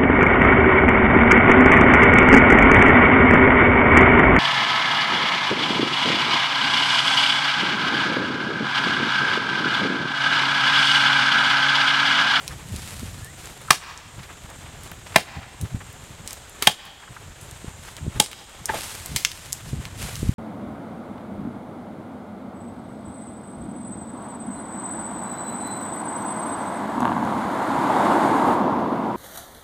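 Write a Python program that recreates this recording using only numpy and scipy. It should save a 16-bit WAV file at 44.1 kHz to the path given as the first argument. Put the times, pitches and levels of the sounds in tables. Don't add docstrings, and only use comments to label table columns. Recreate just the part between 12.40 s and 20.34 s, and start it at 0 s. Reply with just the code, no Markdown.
import sys
import numpy as np
from scipy import signal
from scipy.fft import rfft, irfft, next_fast_len
from scipy.io import wavfile
from scipy.ndimage import uniform_filter1d

SR = 44100
rng = np.random.default_rng(int(sys.argv[2]) if len(sys.argv) > 2 else 0)


def generate_wav(sig):
    pcm = np.round(np.clip(np.atleast_2d(sig).T, -1, 1) * 32767).astype(np.int16)
    wavfile.write(sys.argv[1], SR, pcm)


N = 350154

# start_s, force_db, bite_s, knock_hz, knock_db, second_knock_hz, second_knock_db,
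# chip_hz, chip_db, splinter_db, thud_db, scatter_db
CHOPS = [(1.3040, 3.5, .0036, 1185, 14, 757, 6.5, 5160, 5, 2.5, 2, 2.5),
         (2.7574, 3, 0.0043, 655, 11, 997, 9.5, 1970, 7, -2, 4, 1),
         (4.2692, 3, 0.0043, 760, 9, 1540, 3, 3150, 10, 2.5, 0, -1),
         (5.7971, -5.5, 0.0039, 864, 8.5, 505, 7, 3300, 9, 13.5, 10.5, 0)]
# freq_hz, level_db
CRUSH_SPECTRUM = [(40, -40.5), (130, -6.5), (280, -9), (520, -11), (750, -5.5), (1150, -7.5), (1450, -6.5),
                  (1800, -4), (3300, -3.5), (4200, -9.5), (5500, -11), (9000, -13), (16000, -23)]
# pitch_hz, width_hz, gain_db
WOOD_MODES = [(145, 27, 9), (198, 23, 10.5), (360, 43, 2), (603, 91, 7.5), (734, 26, -10), (844, 46, 14.5),
              (1065, 58, 10), (1290, 90, 7.5), (1583, 58, 9), (1765, 70, 8.5), (2020, 160, 5),
              (2120, 33, 6), (2410, 68, 8.5), (2755, 65, 4.5), (3240, 33, 5.5), (3540, 140, -1),
              (3800, 240, 7), (4480, 84, 8.5), (4940, 94, 7.5), (5170, 160, 8), (5870, 93, 7),
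              (6650, 80, 8), (8000, 30, 10), (8900, 350, 8.5), (11470, 200, 7)]


def chops(size=8192, knock_octaves=0.11, chip_octaves=0.15, tear_db=-22, tear_s=0.0073):
    t, hz = np.arange(size) / SR, bins(size)
    direct, outgoing = np.zeros(N), np.zeros(N)
    mode_power = sum(amp(db) ** 2 / (1 + (2 * (hz - pitch_hz) / width_hz) ** 2)
                     for pitch_hz, width_hz, db in WOOD_MODES)
    wood = np.sqrt(1 + mode_power)
    for (start_s, force_db, bite_s, knock_hz, knock_db, second_knock_hz, second_knock_db,
         chip_hz, chip_db, splinter_db, thud_db, scatter_db) in CHOPS:
        bite = swell(t, bite_s, sharpness=5.4)
        tear = amp(tear_db) * swell(t, tear_s, sharpness=1)
        crush = burst(bite + tear, evenness=0.64)
        colour_db = splinter_db * hump(hz, 8200, 0.7) + thud_db * hump(hz, 290, 0.64)
        fibres = amp(force_db + value_at(CRUSH_SPECTRUM, hz) + colour_db)
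        knocks_db = knock_db * hump(hz, knock_hz, knock_octaves)
        knocks_db += second_knock_db * hump(hz, second_knock_hz, knock_octaves)
        chip_ring_db = chip_db * hump(hz, chip_hz, chip_octaves)
        notch = wood * amp(knocks_db + chip_ring_db)
        add(direct, start_s, ring(crush, fibres * notch))
        radiated = fibres * notch ** 0.4 * amp(0.28 * chip_ring_db)
        add(outgoing, start_s, amp(scatter_db) * ring(crush, radiated))
    return direct, outgoing


# freq_hz, level_db
SCATTER_SPECTRUM = [(80, 0), (400, 10.5), (900, 1.5), (2000, 0), (5000, 2), (9000, 1.5), (16000, 6)]
# freq_hz, t60_s
SCATTER_DECAY = [(100, 0.11), (800, 0.2), (3000, .24), (8000, 0.27), (16000, 0.15)]


def scatter(x, level_db=-15, onset_s=0.0077, taps_per_s=5000, size=16384):
    t = np.arange(size) / SR
    taps = rng.choice([-1., 1.], size) * (rng.random(size) < taps_per_s / SR)
    taps *= 1 - np.exp(-(t / onset_s) ** 2)
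    hz, frame_s, frames = signal.stft(taps, SR, nperseg=256)
    colour_db = value_at(SCATTER_SPECTRUM, hz)[:, None]
    decay_db = 60 * frame_s / value_at(SCATTER_DECAY, hz)[:, None]
    tail = signal.istft(frames * amp(colour_db - decay_db), SR)[1]
    return reflect(x, tail, level_db)


# freq_hz, level_db
ECHO_SPECTRUM = [(100, 9), (450, -4.5), (800, 6.5), (1700, 1.5), (3500, -1), (5500, -1.5), (9000, -13),
                 (16000, -5.5)]
# delay_s, level_db
ECHO_ENVELOPE = [(0, -38), (.07, -15), (.125, 6.5), (.16, 4), (.195, 7), (.25, 0.5), (.35, -3), (.6, -25),
                 (1, -47)]


def echo(x, level_db=-27):
    envelope = amp(curves(ECHO_ENVELOPE, size=SR)[0])
    return reflect(x, envelope * tint(rng.standard_normal(SR), ECHO_SPECTRUM), level_db)


# start_s, level_db, centre_hz, width_octaves, decay_s, crackle_db
SNAPS = [(0.079, -22, 6000, 1.9, 0.0023, -20), (0.362, -28, 6000, 1.8, 0.0012, -19),
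         (0.846, -34.5, 7950, 2.3, 0.0016, -13), (1.057, -28.5, 7250, 0.57, 0.0011, -24),
         (1.216, -37, 10000, .8, .001, -24), (1.576, -27, 5500, 0.49, 0.0019, -29.5),
         (2.102, -37, 7000, 1.4, 0.0012, -22), (2.435, -38, 9000, 1.3, .003, -13),
         (2.516, -31.5, 1930, 3.8, 0.0014, -14), (3.213, -28, 9600, 1.3, 0.0032, -13),
         (3.528, -36, 9900, 0.66, .001, -26), (3.876, -28, 6100, 1.5, 0.0026, -11),
         (3.908, -30, 5000, 1.3, .0012, -16), (3.931, -24.5, 10700, 1.6, 0.0011, -26),
         (4.096, -36, 10000, .5, .001, -26), (4.224, -14, 2920, 3.9, 0.0037, -10.5),
         (4.453, -37, 11000, .7, 0.0024, -14), (5.012, -39, 9060, 0.53, .001, -4),
         (5.112, -33, 8700, 0.91, 0.0012, -26), (5.567, -31.5, 5040, 2.9, 0.0018, -21),
         (5.861, -25, 1500, 2.2, .003, -24), (5.915, -30.5, 2980, 1.8, .003, -12),
         (5.931, -27.5, 3000, 1.4, .002, -22), (6.095, -40, 5000, 1.8, .001, -27),
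         (6.2571, -14.5, 7900, 0.5, 0.0008, -32), (6.66, -24.5, 8350, 1.1, 0.0019, -28),
         (6.7613, -13.5, 4740, 2.9, 0.0048, -11.5), (6.8495, -6.5, 3540, 1.27, 0.0026, -32),
         (6.9164, -25, 4130, 1.4, 0.0024, -22), (7.1243, -24.5, 9000, 1.1, 0.00095, -22),
         (7.1291, -14.5, 7800, 0.72, 0.0013, -35), (7.454, -27, 2450, 1.8, 0.00086, -28),
         (7.756, -24.5, 6040, 3.5, 0.001, -32)]
# ratio_to_centre, gain_db
STICK_MODES = [(.43, 8.5), (.67, 5), (.95, 5), (1.18, 3), (1.6, 4)]


def twig_snaps(size=4096, break_db=8, break_s=0.00019, crackle_s=0.063, cutoff_hz=14000):
    t, hz, out = np.arange(size) / SR, bins(size), np.zeros(N)
    body = 0.077 * hump(hz, 1500, 1.8) + 0.008
    lowpass = 1 / np.hypot(1, (hz / cutoff_hz) ** 4)
    for start_s, level_db, centre_hz, width_octaves, decay_s, crackle_db in SNAPS:
        fracture = amp(break_db) * np.exp(-t / break_s) + np.exp(-t / decay_s)
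        crackle = amp(crackle_db) * np.exp(-t / crackle_s)
        crack = burst(fracture + crackle, evenness=0.13)
        modes_db = sum(db * hump(hz, ratio * centre_hz, 0.19) for ratio, db in STICK_MODES)
        stick = unit(amp(modes_db) * hump(hz, centre_hz, width_octaves) + body)
        add(out, start_s, amp(level_db) * ring(crack, stick * lowpass))
    return out


def ground_bounce(x, level_db=-8, decay_s=0.0056, size=2048):
    t = np.arange(size) / SR
    tail = rng.standard_normal(size) * swell(t, decay_s, sharpness=0.33) * np.exp(-t / decay_s)
    return x + reflect(x, tail, level_db)


# start_s, level_db, rise_s, centre_hz, width_octaves
RUBS_AND_KNOCK = [(0.103, -39.5, 0.0072, 1550, 0.41), (1.280, -32, 0.0035, 1240, 0.26),
                  (1.785, -41.5, 0.0097, 1400, 1.15), (1.827, -41, 0.0076, 1400, 1.5),
                  (1.885, -41.5, 0.011, 1310, 0.65), (2.097, -42.5, 0.01, 940, 0.87),
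                  (2.514, -38, 0.0029, 1470, 0.82), (2.663, -40.5, 0.0076, 1500, 1.3),
                  (2.72, -42, 0.0033, 1400, 0.96), (2.742, -33, 0.0034, 1290, 1),
                  (3.021, -38, 0.01, 1600, 0.84), (3.25, -40, 0.0058, 1310, 1.06),
                  (3.402, -40.5, 0.0062, 1360, 0.66), (4.215, -39, 0.0054, 1300, 1.1),
                  (4.62, -39.5, 0.0099, 1290, 0.7), (4.673, -39, 0.0052, 1260, 0.5),
                  (4.762, -35.5, 0.0044, 1290, 0.52), (5.448, -44, 0.0034, 1400, 0.83),
                  (5.477, -40.5, 0.0064, 1360, 0.85), (5.581, -39.5, 0.0031, 1210, 0.86),
                  (6.283, -31.5, 0.012, 1210, 1.04), (6.287, -23, 0.0051, 1740, 0.14),
                  (6.289, -19.5, 0.0044, 882, 0.11), (6.291, -32, .006, 423, 0.75),
                  (6.331, -27, 0.0061, 710, 0.54)]


def rubs_and_knock(size=8192):
    t, out = np.arange(size) / SR, np.zeros(N)
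    for start_s, level_db, rise_s, centre_hz, width_octaves in RUBS_AND_KNOCK:
        contact = burst(swell(t, rise_s, sharpness=1.05))
        resonance = unit(hump(bins(size), centre_hz, width_octaves) + 0.0024)
        add(out, start_s, amp(level_db) * ring(contact, resonance))
    return out


# offset_from_chop_s, rise_s, fall_s, hiss_db, body_db
STROKE_MOVES = [(-.3, 0.038, 0.021, -48, -59), (-.02, 0.046, 0.059, -47, -44.5), (.49, .05, .1, -52, -51.5),
                (.9, 0.041, 0.056, -52, -51.5)]
# peak_s, rise_s, fall_s, hiss_db, body_db
GRASS_BRUSHES = [(.02, 0.04, 0.2, -47, -45), (.42, 0.1, 0.29, -40.5, -67),
                 (1.055, 0.06, 0.09, -44.5, -48.5), (2.28, 0.022, 0.05, -67, -45),
                 (3.895, 0.021, 0.029, -40.5, -45), (5.46, 0.04, 0.065, -47, -58),
                 (6.343, 0.0089, 0.038, -40, -32.5), (6.39, 0.059, 0.17, -33, -56),
                 (6.79, 0.12, 0.16, -41.5, -62), (7.02, 0.11, 0.26, -46, -65),
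                 (7.29, 0.018, .025, -41.5, -57), (7.43, 0.023, 0.035, -48, -45),
                 (7.63, 0.036, 0.048, -33.5, -39), (7.74, 0.056, 0.12, -38.5, -52)]
# freq_hz, level_db
HISS_SPECTRUM = [(600, -4), (2000, 1.5), (3500, 0.5), (6000, -1.5), (8500, 0.5), (12000, -5),
                 (16000, -17.5)]
# freq_hz, level_db
BODY_SPECTRUM = [(150, 0), (400, 2.5), (900, 2), (2200, -3.5), (3500, -6), (6000, -35), (12000, -61)]


def rustle(gain_db=-1, rest_hiss_db=-52.5, rest_body_db=-49.5, grains_per_s=1500):
    strokes = [(chop[0] + offset_s, *move) for chop in CHOPS for offset_s, *move in STROKE_MOVES]
    hiss_power, body_power = amp(rest_hiss_db) ** 2, amp(rest_body_db) ** 2
    for peak_s, rise_s, fall_s, hiss_db, body_db in strokes + GRASS_BRUSHES:
        motion = surge(peak_s, rise_s, fall_s)
        hiss_power += (amp(hiss_db) * motion) ** 2
        body_power += (amp(body_db) * motion) ** 2
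    grains = rng.standard_normal(N) * amp(7 * np.minimum(rng.exponential(1, N), 4))
    grains *= rng.random(N) < grains_per_s / SR
    fizz = unit(noise(HISS_SPECTRUM) + 0.43 * unit(tint(grains, HISS_SPECTRUM)))
    flutter = drift(rate_hz=47)
    hiss = np.sqrt(hiss_power) * amp(1.07 * flutter) * fizz
    body = np.sqrt(body_power) * amp(3 * flutter) * noise(BODY_SPECTRUM)
    return amp(gain_db) * (hiss + body)


# freq_hz, level_db
WIND_SPECTRUM = [(15, -37), (40, -3.5), (85, 4.5), (135, 2), (200, -7.5), (300, -15.5), (450, -25.5),
                 (900, -34), (3000, -90)]
# time_s, level_db
BREEZE = [(0, -44.5), (.72, -36.5), (.92, -45), (1.3, -47.5), (1.6, -47.5), (2.0, -46.5), (2.3, -42.5),
          (2.9, -46.5), (3.65, -46), (4.2, -54), (4.6, -57), (5.05, -46.5), (5.55, -48.5), (6.05, -60),
          (6.65, -44.5), (7.02, -48), (7.3, -39), (7.93, -44)]
# peak_s, level_db, half_width_s
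GUSTS = [(.13, -37, 0.032), (0.323, -30.5, 0.038), (0.564, -35, 0.0096), (0.646, -37, 0.038),
         (1.792, -35.5, 0.026), (2.26, -40, 0.017), (2.984, -18, 0.011), (3.235, -23, 0.016),
         (3.357, -30.5, 0.024), (3.83, -39.5, .028), (4.711, -32, 0.012), (4.89, -36.5, .03),
         (5.659, -28, 0.03), (5.784, -30, 0.026), (6.215, -34.5, 0.0087), (6.33, -37, 0.03),
         (6.733, -31.5, 0.023), (7.355, -28, .035), (7.645, -29.5, 0.024), (7.85, -29.5, 0.074)]
# peak_s, level_db, half_width_s
EDDIES = [(.342, -22, 0.0011), (.632, -21, 0.0011), (3.348, -13, 0.002), (5.246, -23.5, 0.00094),
          (5.283, -22, 0.0022), (5.667, -20.5, 0.00088), (5.682, -16.5, .0016), (7.333, -18, 0.0012),
          (7.831, -12.5, 0.0011), (7.894, -5, 0.0019)]


def wind(rumble_gain_db=-1, lump_db=3, size=2048):
    rumble = noise(WIND_SPECTRUM)
    rumble /= np.sqrt(uniform_filter1d(rumble ** 2, size=3000) + 1e-6)
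    breeze_power = amp(curves(BREEZE)[0]) ** 2
    gust_power = sum((amp(db) * surge(peak_s, half_s, half_s)) ** 2 for peak_s, db, half_s in GUSTS)
    lumps = amp(rumble_gain_db + lump_db * drift(rate_hz=32))
    out = np.sqrt(breeze_power + gust_power) * lumps * rumble
    t = (np.arange(size) - size / 2) / SR
    for peak_s, level_db, half_width_s in EDDIES:
        spread = (t / half_width_s) ** 2
        push = (1 - spread) / (1 + spread / 3) ** 3
        add(out, peak_s + t[0], amp(level_db) * push)
    return out


# time_s, pitch_hz, level_db
WHISTLE = [(.80, 1635, -75), (.825, 1690, -50), (.87, 1790, -44), (.91, 2040, -49), (.93, 2130, -75)]


def bird(waver_hz=18):
    pitch_hz, level_db = curves(WHISTLE)
    t = np.arange(N) / SR
    sounding = (t > WHISTLE[0][0]) & (t < WHISTLE[-1][0])
    phase = 2 * np.pi * np.cumsum(pitch_hz + waver_hz * drift(rate_hz=83)) / SR
    return sounding * amp(level_db) * np.sin(phase)


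# pitch_hz, width_hz, peak_db, chirps_per_s
CHIRPERS = [(7240, 120, -57, 4.1), (8250, 70, -57, 2.3)]
# pitch_hz, width_hz, level_db, swells_per_s, depth_db
CHORUS = [(7250, 940, -53.5, 0.21, 0), (3470, 660, -58, 0.426, -0.5)]


def insects(wander_rad=0.86):
    t, out = np.arange(N) / SR, np.zeros(N)
    for pitch_hz, width_hz, peak_db, chirps_per_s in CHIRPERS:
        rasp = noise_band(pitch_hz, width_hz)
        phase = 2 * np.pi * chirps_per_s * t + wander_rad * drift(rate_hz=2.3)
        out += amp(peak_db) * rasp * np.cos(phase / 2) ** 2
    for pitch_hz, width_hz, level_db, swells_per_s, depth_db in CHORUS:
        rasp = noise_band(pitch_hz, width_hz)
        phase = 2 * np.pi * swells_per_s * t + wander_rad * drift(rate_hz=6.9)
        out += amp(level_db + depth_db * np.sin(phase)) * rasp
    return out


# freq_hz, level_db
AIR_SPECTRUM = [(18, -28), (30, 6.5), (88, 5.5), (134, -7.5), (239, -12.5), (355, -6.5), (844, -10),
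                (1630, -8.5), (3400, -17), (5310, -19.5), (8000, -37), (12600, -28), (14800, -30),
                (16000, -47)]


def air(level_db=-50, flicker_db=1.5):
    return amp(level_db + flicker_db * drift(rate_hz=30)) * noise(AIR_SPECTRUM)


def amp(db):
    return 10 ** (np.asarray(db) / 20)


def unit(x):
    return x / np.sqrt(np.mean(x ** 2) + 1e-20)


def value_at(points, hz):
    freq_hz, value = np.transpose(points)
    return np.interp(np.log(hz + 1), np.log(freq_hz + 1), value)


def curves(rows, size=N):
    time_s, *columns = np.transpose(rows)
    return [np.interp(np.arange(size) / SR, time_s, column) for column in columns]


def add(mix, start_s, sound):
    part = mix[max(round(start_s * SR), 0):][:len(sound)]
    part += sound[:len(part)]


def bins(size):
    return np.fft.rfftfreq(size, 1 / SR)


def hump(hz, centre_hz, octaves):
    return np.exp(-.5 * (np.log2((hz + 1) / centre_hz) / octaves) ** 2)


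def swell(t, peak_s, sharpness):
    return (t / peak_s * np.exp(1 - t / peak_s)) ** sharpness


def surge(peak_s, rise_s, fall_s):
    t = np.arange(N) / SR - peak_s
    width_s = np.where(t < 0, rise_s, fall_s)
    return np.exp(-.5 * np.minimum((t / width_s) ** 2, 100))


def tint(x, points):
    size = next_fast_len(len(x), True)
    return irfft(rfft(x, size) * amp(value_at(points, bins(size))), size)[:len(x)]


def ring(x, gain):
    log_gain = np.log(np.maximum(gain, 1e-4))
    mirrored = np.r_[log_gain, log_gain[-2:0:-1]]
    response = np.exp(np.conj(signal.hilbert(mirrored)))
    return irfft(rfft(x) * response[:len(gain)])


def reflect(x, tail, level_db):
    return amp(level_db) * signal.fftconvolve(x, tail / np.linalg.norm(tail))[:N]


def noise(points):
    return unit(tint(rng.standard_normal(N), points))


def noise_band(centre_hz, width_hz):
    size = next_fast_len(N, True)
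    band = 1 / np.hypot(1, ((bins(size) - centre_hz) / width_hz) ** 2)
    return unit(irfft(rfft(rng.standard_normal(size)) * band, size)[:N])


def drift(rate_hz, size=4096):
    hz = np.arange(size // 2 + 1) * SR / N
    slow = unit(irfft(rfft(rng.standard_normal(size)) * np.exp(-(hz / rate_hz) ** 2)))
    return np.interp(np.arange(N) * size / N, np.arange(size), slow)


def burst(envelope, evenness=0.36):
    spectrum = rfft(rng.standard_normal(len(envelope)) * envelope)
    flattened = irfft(spectrum / (abs(spectrum) + 1e-9) ** evenness)
    return unit(flattened * envelope ** .25) * np.sqrt(np.mean(envelope ** 2))


def scene(snap_gain_db=-4, small_scatter_db=1, chop_scatter_db=6, chop_echo_db=7):
    direct, outgoing = chops()
    small = amp(snap_gain_db) * ground_bounce(twig_snaps()) + rubs_and_knock() + bird()
    near = scatter(amp(chop_scatter_db) * outgoing + amp(small_scatter_db) * small)
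    far = echo(amp(chop_echo_db) * outgoing + small)
    return (direct + small + near + far + rustle() + wind() + air() + insects())[None]


def record(dry, threshold_db=-9, slope=0.95, recovery_db_per_s=11, attack_s=0.078, cutoff_hz=16000):
    power = uniform_filter1d(np.clip(dry[0], -1, 1) ** 2, size=64)
    level_db = 10 * np.log10(abs(power) + 1e-12)
    demand_db = slope * np.maximum(level_db - threshold_db, 0)
    recovery_db = recovery_db_per_s * np.arange(N) / SR
    duck_db = np.maximum.accumulate(demand_db + recovery_db) - recovery_db
    lag = np.exp(-1 / (attack_s * SR))
    ducked = dry / amp(signal.lfilter([1 - lag], [1, -lag], duck_db))
    saturated = ducked / (1 + abs(ducked / 1.08) ** 8) ** (1 / 8)
    lowpass = signal.firwin(401, cutoff_hz, window=("kaiser", 8), fs=SR)
    return signal.oaconvolve(saturated, lowpass[None], "same")


dry = scene()
out = record(dry)
generate_wav(out)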